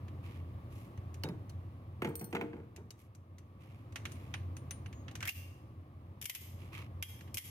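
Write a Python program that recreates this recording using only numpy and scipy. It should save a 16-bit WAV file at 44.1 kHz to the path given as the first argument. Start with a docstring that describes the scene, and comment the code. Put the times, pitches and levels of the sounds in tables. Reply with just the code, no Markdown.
"""At a bench in an indoor range a pistol is reassembled, over the hum and rush of the ventilation.
Duct resonances shape the ventilation noise; damped noise and struck modes make knocks on a plastic case,
clinks of tools and ticks of small parts; chattering noise makes the rubs and the closing slide.
Slide and hammer then snap: a limiter clamps on the loud snaps, so the hum ducks, and as it lets go
the hall's tail swells up."""
import sys
import numpy as np
from scipy import signal
from scipy.fft import rfft, irfft, next_fast_len
from scipy.io import wavfile
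from scipy.ndimage import uniform_filter1d, minimum_filter1d

SR = 44100
rng = np.random.default_rng(int(sys.argv[2]) if len(sys.argv) > 2 else 0)


def persist_wave(psi):
    """Save psi, clipped to +-1, as 16-bit WAV."""
    counts = np.round(np.clip(psi, -1, 1) * 32767).astype(np.int16)
    wavfile.write(sys.argv[1], SR, np.atleast_2d(counts).T)


N = 330750  # samples, 7.5 s

# Level of the ventilation hum. Each row: time in seconds, level in dB.
VENT_LEVEL = [(0, -45), (1.1, -45.5), (1.9, -48.5), (2.2, -48.5), (3.2, -55), (3.8, -50), (4.05, -45),
              (4.6, -45.5), (5.15, -46), (5.9, -51.5), (6.8, -47), (7.25, -47.5)]
# Spectrum of the rush of air. Each row: frequency in Hz, relative level in dB.
RUSH_SPECTRUM = [(60, -53), (110, -15.5), (190, -12.5), (330, -13.5), (430, -23.5), (525, -20.5),
                 (620, -23), (960, -27), (1130, -21.5), (1430, -36), (2200, -36), (7100, -56.5),
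                 (13000, -51.5), (16000, -54)]
# Resonances of the duct. Each row: frequency in Hz, width in Hz, relative level in dB.
DUCT_RESONANCES = [(59.3, 4.1, -27.5), (89.1, 3.4, 0), (110.9, 29.4, -8.5)]
# Likeness of the rush in the two channels. Each row: frequency in Hz, correlation from 0 to 1.
RUSH_LIKENESS = [(60, 1.0), (180, 0.99), (550, 0.98), (1650, 0.13), (4970, 0.02), (15000, 0.48)]
RUSH_DB = -57.5  # level of the rush when the hum is at its mean level
RUSH_FOLLOWS = 0.93  # share of the hum's swings in dB that the rush follows

# Decay of the hall. Each row: frequency in Hz, t60 in seconds.
HALL_DECAY = [(150, 0.58), (1000, 0.56), (2700, 0.57), (7000, 0.6), (12000, 0.5), (16000, 0.26)]
# Balance of the nearby sounds. Each row: frequency in Hz, left gain minus right gain in dB.
PORT_BALANCE = [(500, -0.5), (1400, 1.5), (2800, -8), (5500, 4.5), (9000, 5.5), (14000, 2.5)]

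# Strokes of hands and steel. Each row: start in seconds, length in seconds, body in dB, treble in dB.
RUBS = [(0.225, 0.22, -60.5, -72), (0.697, 0.27, -68, -69.5), (2.97, .12, -73.5, -71.5),
        (3.589, 0.34, -69, -78.5), (4.053, 0.46, -65.5, -73.5), (6.574, 0.24, -65.5, -73.5),
        (6.717, .17, -51, -64)]
# Spectrum of a rub. Each row: frequency in Hz, relative level in dB.
RUB_SPECTRUM = [(530, -52), (900, -10), (1120, -1.5), (1530, -14.5), (2250, -2.5), (4680, -20),
                (5550, -19.5), (8660, -21.5), (11600, -15.5), (16000, -28)]
RUB_RISE_S, RUB_HOLD_S, RUB_FADE_DB = 0.025, 0.035, -1.5  # a stroke takes hold, then eases off

# Light ticks of steel parts. Each row: start in seconds, body in dB before the common trim,
# treble in dB over the body.
TICKS = [(0.0812, -53, -11), (0.975, -56.5, -6.5), (1.142, -55.5, 4.5), (1.236, -42.5, -5),
         (1.4944, -59, 5), (2.7615, -52, 1), (2.9059, -56.5, 9.5), (3.149, -64.5, 7), (3.3829, -57.5, 2.5),
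         (3.923, -58.5, -2), (3.958, -34.5, -7.5), (4.053, -34, -10.5), (4.118, -52.5, 4),
         (4.3394, -32.5, -17), (4.5668, -50, 0.5), (4.7083, -42.5, 1), (4.8595, -46, -20),
         (4.927, -50.5, -7.5), (5.0813, -43.5, -17), (5.1115, -52.5, -5.5), (5.153, -42, 0),
         (5.205, -40, -7), (5.2265, -32, -10.5), (7.2082, -48, -8), (7.276, -55.5, -20)]
# Spectrum of a tick. Each row: frequency in Hz, relative level in dB.
TICK_SPECTRUM = [(400, -25), (800, -4), (1600, 3), (2200, 4), (2900, -5.5), (3800, -5), (5200, -10),
                 (6100, -2), (7000, -7.5), (9700, -11), (13700, -12.5), (16000, -35)]

# Tools and parts set down on the case. Each row: start in seconds, body in dB before the common trims,
# treble in dB over the body, thud in dB over the body.
KNOCKS = [(1.236, -43, -6, 6.5), (1.2536, -49, -19, 10), (1.2865, -48, -17, 11.5), (2.0196, -30, -21, -3),
          (2.046, -34, -12.5, -0.5), (2.0721, -44, -10, 6.5), (2.2103, -45.5, -25, 6),
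          (2.327, -39.5, -11, 6.5), (2.3495, -31.5, -13.5, -11), (2.3647, -32.5, -25, -8),
          (2.4111, -33, -25, -2.5), (2.775, -56.5, -25, 8)]
# Spectrum of the clack. Each row: frequency in Hz, relative level in dB.
KNOCK_SPECTRUM = [(410, -19.5), (700, 4.5), (875, 0), (1680, -3.5), (2270, 1.5), (3990, -22), (5330, -30),
                  (6150, -26), (6650, -29), (13700, -33), (16000, -32)]
# Resonance of the hollow case. Each row: frequency in Hz, relative level in dB.
CASE_HOLLOW = [(70, -35), (120, -6), (165, 6.5), (215, 4.5), (280, -2.5), (360, 1), (463, -4), (560, -10.5),
               (700, -21), (880, -10), (1100, -23.5), (1500, -18.5), (3000, -50)]
# Modes of the case walls. Each row: frequency in Hz, relative level in dB, t60 in seconds.
WALL_MODES = [(219.7, -2.5, 0.69), (303.3, -1, 0.67), (357.7, -4, 0.43), (467, 1, 0.6), (677, -8, 0.38),
              (840, -5.5, 0.24), (875, -9, 0.43), (1230, -23, 0.19)]
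# The case rocks to rest in even, fading knocks; the levels are those of the first, read as in KNOCKS.
ROCK_FROM_S, ROCK_EVERY_S, ROCK_FADE_DB = 2.531, 0.034, -6.5  # fade per knock
ROCK_DB, ROCK_TREBLE_DB, ROCK_THUD_DB = -49, -32, 6

# Loose steel tools clink together. Each row: start in seconds, level in dB.
CLINKS = [(2.020, -56), (2.089, -57), (2.155, -37.5), (2.195, -45), (2.212, -49), (2.243, -46.5),
          (2.308, -63), (2.411, -61)]
# Modes of the tools. Each row: frequency in Hz, relative level in dB, t60 in seconds.
TOOL_MODES = [(4310, -8.5, 0.14), (5820, -9, 0.17), (8100, 3, 0.049), (8600, -7, 0.3), (9270, 3, 0.072),
              (10300, -10, 0.083), (10600, 4.5, 0.034), (11200, -13, .08), (12350, -2, .09),
              (13500, 5, 0.13), (14000, -9, .07), (14750, -14, .13), (15600, -11, .13)]
# The pliers' jaws touch. Each row: start in seconds, level in dB.
JAW_TOUCHES = [(1.142, -73), (1.236, -38), (1.288, -53.5), (1.498, -58), (2.763, -62), (2.906, -51)]
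# Modes of the jaws. Each row: frequency in Hz, relative level in dB, t60 in seconds.
JAW_MODES = [(3000, -0.5, 0.029), (3790, -11.5, 0.17), (4360, 5, 0.025), (5060, 2.5, 0.032),
             (10570, -7, 0.058)]
# The recoil spring pings as the slide moves. Each row: start in seconds, level in dB.
PINGS = [(3.959, -59), (4.054, -58), (4.119, -58), (4.340, -56), (4.568, -55), (4.709, -42), (4.862, -62)]
# Modes of the spring. Each row: frequency in Hz, relative level in dB, t60 in seconds.
SPRING_MODES = [(6150, 5.5, 0.033), (7111, -25, 0.13), (9640, 0, 0.18)]

# A short squeak of steel on steel, sagging in pitch.
SQUEAK_S, SQUEAK_LENGTH_S, SQUEAK_DB = 4.926, 0.105, -69
SQUEAK_HZ, SQUEAK_SAG_HZ_PER_S = 6820, 2700
# The slide is pushed home, gathering speed; pitch and level follow the speed.
SLIDE_FROM_S, SLIDE_LENGTH_S, SLIDE_SPEEDUP = 5.2, 0.099, 3.1  # the last is the exponent of the speed
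SLIDE_SLOW_HZ, SLIDE_FAST_HZ, SLIDE_SLOW_DB, SLIDE_FAST_DB = 1570, 2735, -55, -25

# Hard snaps of slide, lever and hammer. Each row: start in seconds, body in dB, treble in dB over
# the body, ring of the frame in Hz.
SNAPS = [(5.253, -43.5, -3, 2280), (5.275, -41, 3.5, 1940), (5.292, -31, 4, 2800), (6.214, -52.5, 9, 2500),
         (6.224, -50.5, 6, 2230), (6.242, -56, 10, 2576), (6.255, -33, 6, 2180), (6.296, -29.5, 3, 2000),
         (6.349, -35.5, 5.5, 2600), (7.025, -28.5, 0, 3220), (7.343, -51.5, 13, 2500),
         (7.371, -30, 4, 1970), (7.38, -32.5, 7, 2120)]
# Spectrum of a snap. Each row: frequency in Hz, relative level in dB.
SNAP_SPECTRUM = [(300, -28), (600, -14.5), (1400, -12), (2100, -1.5), (3100, 0), (4100, -13), (6100, -9.5),
                 (8200, -13.5), (12000, -5), (15000, -11), (16000, -46)]
# Sprung part worked by each move. Each row: start in seconds, ring of the part in Hz,
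# left gain minus right gain in dB.
MOVES = [(5.1, 13500, 2.5), (6.1, 12100, 2), (6.9, 11250, -0.5)]

CEILING_DB = -38  # short-term treble power above which the limiter acts
EDGE_HZ = 16100  # upper band limit


def amp(db):
    """A level in decibels is twenty times the logarithm of the gain."""
    return 10 ** (np.asarray(db) / 20)


def evened(x):
    """Normalisation: mean power sets the level, so the rms is scaled to 1."""
    return x / np.sqrt(np.mean(x ** 2) + 1e-30)


def peaked(x, size=176):
    """Short-term power: the loudest window of the given samples (4 ms if not given) gets an rms of 1."""
    return x / np.sqrt(uniform_filter1d((x ** 2).mean(0), size).max())


def read(points, hz):
    """Interpolation of a table along a logarithmic frequency axis."""
    f, value = np.transpose(points)
    return np.interp(np.log(hz + 1), np.log(f + 1), value)


def add(mix, s, sound):
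    """Superposition: a sound is added to the stereo mix at time s."""
    part = mix[:, max(round(s * SR), 0):][:, :sound.shape[1]]
    part += sound[:, :part.shape[1]]


def colour(x, db_of):
    """Minimum-phase filtering: the folded cepstrum makes the gain db_of(Hz) causal."""
    size = 2 * next_fast_len(x.shape[-1] // 2 + 1024)
    gain = amp(db_of(np.fft.rfftfreq(size, 1 / SR)))
    cepstrum = irfft(np.log(gain + 1e-6))
    cepstrum[1:size // 2] *= 2
    cepstrum[size // 2 + 1:] = 0
    response = np.exp(rfft(cepstrum))
    return irfft(rfft(x, size) * response)[..., :x.shape[-1]]


def pair(size, same):
    """Partial coherence: two channels of white noise have the given correlation."""
    a, b = rng.standard_normal((2, size))
    return np.array([a, same * a + np.sqrt(1 - same ** 2) * b])


def two_bands(x, spectrum, split_hz=4700):
    """Crossover: coloured sound is parted into body and treble at the split frequency."""
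    body = colour(x, lambda f: read(spectrum, f) - 10 * np.log10(1 + (f / split_hz) ** 10))
    treble = colour(x, lambda f: read(spectrum, f) - 10 * np.log10(1 + (split_hz / (f + 1)) ** 10))
    return body, treble


def chatter(size, depth_db, count):
    """Stick-slip: surfaces that catch, slip and bounce give an uneven gain, smoothed over count samples."""
    return amp(depth_db * evened(uniform_filter1d(rng.standard_normal(size), count)))


def left_first(x, count):
    """Time difference of arrival: sound from the left reaches the right port count samples later."""
    return np.array([x[0], np.pad(x[1], (count, 0))[:N]])


def contact(body_db, treble_db, spectrum, t60, ring_db, ring_t60, same, chatter_db):
    """Impact: a crack of dense, quickly damped modes, then a weaker, chattering after-ring."""
    t = np.arange(SR // 5) / SR
    after_ring = amp(ring_db - 60 * t / ring_t60) * chatter(len(t), chatter_db, count=130)
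    onset = 1 - np.exp(-t / 0.0004)
    fall = (amp(-60 * t / t60) + after_ring) * onset
    body, treble = two_bands(pair(len(t), same) * fall, spectrum)
    return amp(body_db) * (peaked(body) + amp(treble_db) * peaked(treble))


def damped_ring(hz, width_hz, t60):
    """Damped resonance: a cluster of close modes of hand-held steel dies exponentially."""
    t = np.arange(SR // 3) / SR
    cluster = colour(pair(len(t), 0.77), lambda f: -20 * np.log10(1 + ((f - hz) / width_hz) ** 2))
    return evened(cluster) * amp(-60 * t / t60)


def ringing(blows, modes, beat_hz, beat_share, crack_db, crack_t60, spread_db=9):
    """Modal vibration: free steel rings in close, beating pairs of modes, weighted anew by every blow."""
    out, t = np.zeros((2, N)), np.arange(SR * 3 // 4) / SR
    hz, db, t60 = np.transpose(modes)[:, :, None]
    for s, blow_db in blows:
        luck, phase, split = rng.random((3, 2, len(modes), 1))
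        twin_hz = hz + beat_hz * (split + 0.5)
        pairs = np.sin(2 * np.pi * (hz * t + phase)) + beat_share * np.sin(2 * np.pi * twin_hz * t)
        decay = amp(db + spread_db * (luck - 0.5) - 60 * t / t60)
        ring = (decay * pairs).sum(1)
        crack = np.diff(pair(len(t) + 1, 0.3)) * amp(-60 * t / crack_t60)
        add(out, s, amp(blow_db) * (peaked(ring) + amp(crack_db) * peaked(crack)))
    return out


def ventilation(tone_share=0.34, tone_hz=90):
    """Duct resonance: a fan tone and turbulence boom in the duct, under a broad rush of air."""
    t, f = np.arange(N) / SR, np.fft.rfftfreq(N, 1 / SR)
    level_db = np.interp(t, *np.transpose(VENT_LEVEL))
    a, b, turbulence = rfft(rng.standard_normal((3, N)))
    duct = sum(amp(db) / (1 + ((f - hz) / width) ** 2) for hz, width, db in DUCT_RESONANCES)
    boom = evened(irfft(turbulence * duct, N))
    hum = evened(boom + tone_share * np.sin(2 * np.pi * tone_hz * t))
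    same = np.clip(read(RUSH_LIKENESS, f), 0, 1)
    air = np.array([a, same * a + np.sqrt(1 - same ** 2) * b])
    rush = evened(irfft(air * amp(read(RUSH_SPECTRUM, f)), N))
    rush_db = RUSH_DB + RUSH_FOLLOWS * (level_db - level_db.mean())
    return hum * amp(level_db) + rush * amp(rush_db)


def hall(x, rise_s=0.0023):
    """Reverberation: a diffuse tail builds up, then each band decays at its own rate."""
    hz, t, z = signal.stft(rng.standard_normal((2, SR)), SR, nperseg=256)
    decay = amp(-60 * t / read(HALL_DECAY, hz)[:, None]) * (1 - np.exp(-t / rise_s))
    tail = signal.istft(z * decay, SR, nperseg=256)[1]
    return signal.fftconvolve(x.mean(0)[None], tail / np.linalg.norm(tail[0]), axes=1)[:, :N]


def rubs(grain_db=3):
    """Friction: surfaces that catch and slip every few milliseconds give a grainy hiss."""
    out = np.zeros((2, N))
    for s, length, body_db, treble_db in RUBS:
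        t = np.arange(0, length, 1 / SR)
        easing = amp(RUB_FADE_DB * np.maximum(t - RUB_HOLD_S, 0) / length) * np.cos(np.pi / 2 * t / length)
        pressure = np.minimum(t / RUB_RISE_S, 1) * easing
        grain = chatter(len(t), grain_db, count=150)
        body, treble = two_bands(pair(len(t), 0.27) * grain, RUB_SPECTRUM)
        hiss = evened(body) * amp(body_db) + evened(treble) * amp(treble_db)
        add(out, s, hiss * pressure)
    return out


def squeak():
    """Frictional oscillation: dry steel whistles thinly at a falling pitch."""
    out, t = np.zeros((2, N)), np.arange(0, SQUEAK_LENGTH_S, 1 / SR)
    hz = SQUEAK_HZ - SQUEAK_SAG_HZ_PER_S * t
    tone = np.sin(2 * np.pi * np.cumsum(hz) / SR)
    swell = np.sqrt(np.sin(np.pi * t / SQUEAK_LENGTH_S))
    add(out, SQUEAK_S, amp(SQUEAK_DB) * (tone * swell)[None])
    return out


def ticks(level_db=-6.0, frame_db=-11, frame_hz=2800):
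    """Damped impact: small parts touch, damped by the hands, and the frame rings briefly."""
    out = np.zeros((2, N))
    for s, body_db, treble_db in TICKS:
        add(out, s, contact(body_db + level_db, treble_db, TICK_SPECTRUM, t60=0.041,
                            ring_db=-21, ring_t60=0.37, same=0.24, chatter_db=1.0))
        add(out, s, amp(body_db + frame_db) * damped_ring(frame_hz, width_hz=380, t60=0.086))
    return out


def knocks(level_db=-4, thud_level_db=-3, thud_t60=0.27, thud_rise_s=0.0029, wall_db=-12, count=4):
    """Cavity and plate resonance: after a hard clack the hollow case thuds and its walls ring."""
    out, t = np.zeros((2, N)), np.arange(SR // 2) / SR
    rise = 1 - np.exp(-t / thud_rise_s)
    rocking = [(ROCK_FROM_S + k * ROCK_EVERY_S, ROCK_DB + k * ROCK_FADE_DB, ROCK_TREBLE_DB, ROCK_THUD_DB)
               for k in range(count)]
    for s, body_db, treble_db, thud_db in KNOCKS + rocking:
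        add(out, s, contact(body_db + level_db, treble_db, KNOCK_SPECTRUM, t60=0.028,
                            ring_db=-13, ring_t60=0.14, same=0.8, chatter_db=3))
        push = pair(len(t), 1.0) * amp(-60 * t / thud_t60) * rise
        thud = peaked(colour(push, lambda f: read(CASE_HOLLOW, f)), size=600)
        add(out, s, amp(body_db + thud_db + thud_level_db) * thud)
        walls = sum(amp(db - 60 * t / t60) * np.sin(2 * np.pi * (hz * t + rng.random()))
                    for hz, db, t60 in WALL_MODES)
        add(out, s, amp(body_db + wall_db) * peaked((walls * rise)[None], size=600))
    return out


def slide(width_hz=480, grain_db=3.5, rasp_db=-11, rise_s=0.015):
    """Friction-driven resonance: steel scrapes in uneven slips, and its pitch climbs with the speed."""
    out, t = np.zeros((2, N)), np.arange(0, SLIDE_LENGTH_S, 1 / SR)
    speed = (t / SLIDE_LENGTH_S) ** SLIDE_SPEEDUP
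    hz = SLIDE_SLOW_HZ + (SLIDE_FAST_HZ - SLIDE_SLOW_HZ) * speed
    level_db = SLIDE_SLOW_DB + (SLIDE_FAST_DB - SLIDE_SLOW_DB) * speed
    slips = pair(len(t), 0.23) * chatter(len(t), grain_db, count=100)
    # shift the moving resonance down to 0 Hz, filter there, and shift back
    turn = np.exp(2j * np.pi * np.cumsum(hz) / SR)
    pole = np.exp(-np.pi * width_hz / SR)
    scrape = (turn * signal.lfilter([1], np.poly([pole, pole]), slips / turn)).real
    sound = evened(scrape) + amp(rasp_db) * evened(slips)
    add(out, SLIDE_FROM_S, sound * amp(level_db) * np.minimum(t / rise_s, 1))
    return out


def snaps(frame_db=-8, part_db=-15, twin_db=-19, twin_hz=800):
    """Impact excitation: sprung steel slams on its stops; the frame and two modes of the part ring on."""
    out = np.zeros((2, N))
    for s, body_db, treble_db, frame_hz in SNAPS:
        _, part_hz, left_db = [move for move in MOVES if move[0] <= s][-1]
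        side = amp([[left_db / 2], [-left_db / 2]])
        add(out, s, side * contact(body_db, treble_db, SNAP_SPECTRUM, t60=0.041,
                                   ring_db=-30, ring_t60=0.41, same=0.12, chatter_db=6.0))
        frame = amp(frame_db) * damped_ring(frame_hz, width_hz=107, t60=0.12)
        part = amp(treble_db + part_db) * damped_ring(part_hz, width_hz=230, t60=0.26)
        twin = amp(treble_db + twin_db) * damped_ring(part_hz + twin_hz, width_hz=130, t60=0.43)
        add(out, s, side * amp(body_db) * (frame + part + twin))
    return out


def scene():
    """Direct and reverberant field: most bench sounds reach the left port first and excite the hall."""
    air = left_first(ventilation(), count=13)
    light, case = ticks(), knocks()
    tools = ringing(CLINKS, TOOL_MODES, beat_hz=109, beat_share=0.52,
                    crack_db=-0.5, crack_t60=0.025, spread_db=20)
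    jaws = ringing(JAW_TOUCHES, JAW_MODES, beat_hz=32.2, beat_share=0.53, crack_db=-3, crack_t60=0.02)
    spring = ringing(PINGS, SPRING_MODES, beat_hz=5.0, beat_share=0.09, crack_db=-6.0, crack_t60=0.015)
    hard = squeak() + slide() + snaps()
    near = left_first(case + rubs(), count=7) + left_first(light + hard + tools + jaws, count=2) + spring
    far = hall(amp(-26) * light + amp(-10) * hard + amp(-14.0) * case + amp(-18) * tools)
    tilt_db = read(PORT_BALANCE, np.fft.rfftfreq(N, 1 / SR)) / 2
    balanced = irfft(rfft(near) * amp([tilt_db, -tilt_db]), N)
    return air + far + balanced


def recovering(cut_db, db_per_s):
    """Release: a gain cut lets go no faster than the given rate."""
    fall = np.arange(N) * db_per_s / SR
    return np.maximum.accumulate(cut_db + fall) - fall


def record(dry, hold_s=0.051, ahead_s=0.00061, release_db_per_s=500, linger_share=0.35, linger_db_per_s=18):
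    """Limiting: treble peaks cut the gain just ahead, with a fast then slow release; then band limits."""
    sensed = signal.lfilter(*signal.butter(2, 4500, "high", fs=SR), dry)
    power_db = 10 * np.log10(abs(uniform_filter1d((sensed ** 2).mean(0), size=180)) + 1e-12)
    over_db = np.maximum(power_db - CEILING_DB, 0)
    # the sliding maximum starts a little early and holds on after the peak
    half = int((hold_s + ahead_s) * SR / 2)
    held_db = -minimum_filter1d(-over_db, 2 * half + 1, origin=half - int(ahead_s * SR))
    quick_db = recovering(held_db, release_db_per_s)
    slow_db = recovering(linger_share * held_db, linger_db_per_s)
    cut_db = uniform_filter1d(np.maximum(quick_db, slow_db), size=200)
    high_passed = signal.sosfilt(signal.butter(8, 48, "high", fs=SR, output="sos"), dry)
    low_pass = signal.firwin(301, EDGE_HZ, window=("kaiser", 8), fs=SR)
    return signal.oaconvolve(high_passed / amp(cut_db), low_pass[None], "same")


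dry = scene()
out = record(dry)
persist_wave(out)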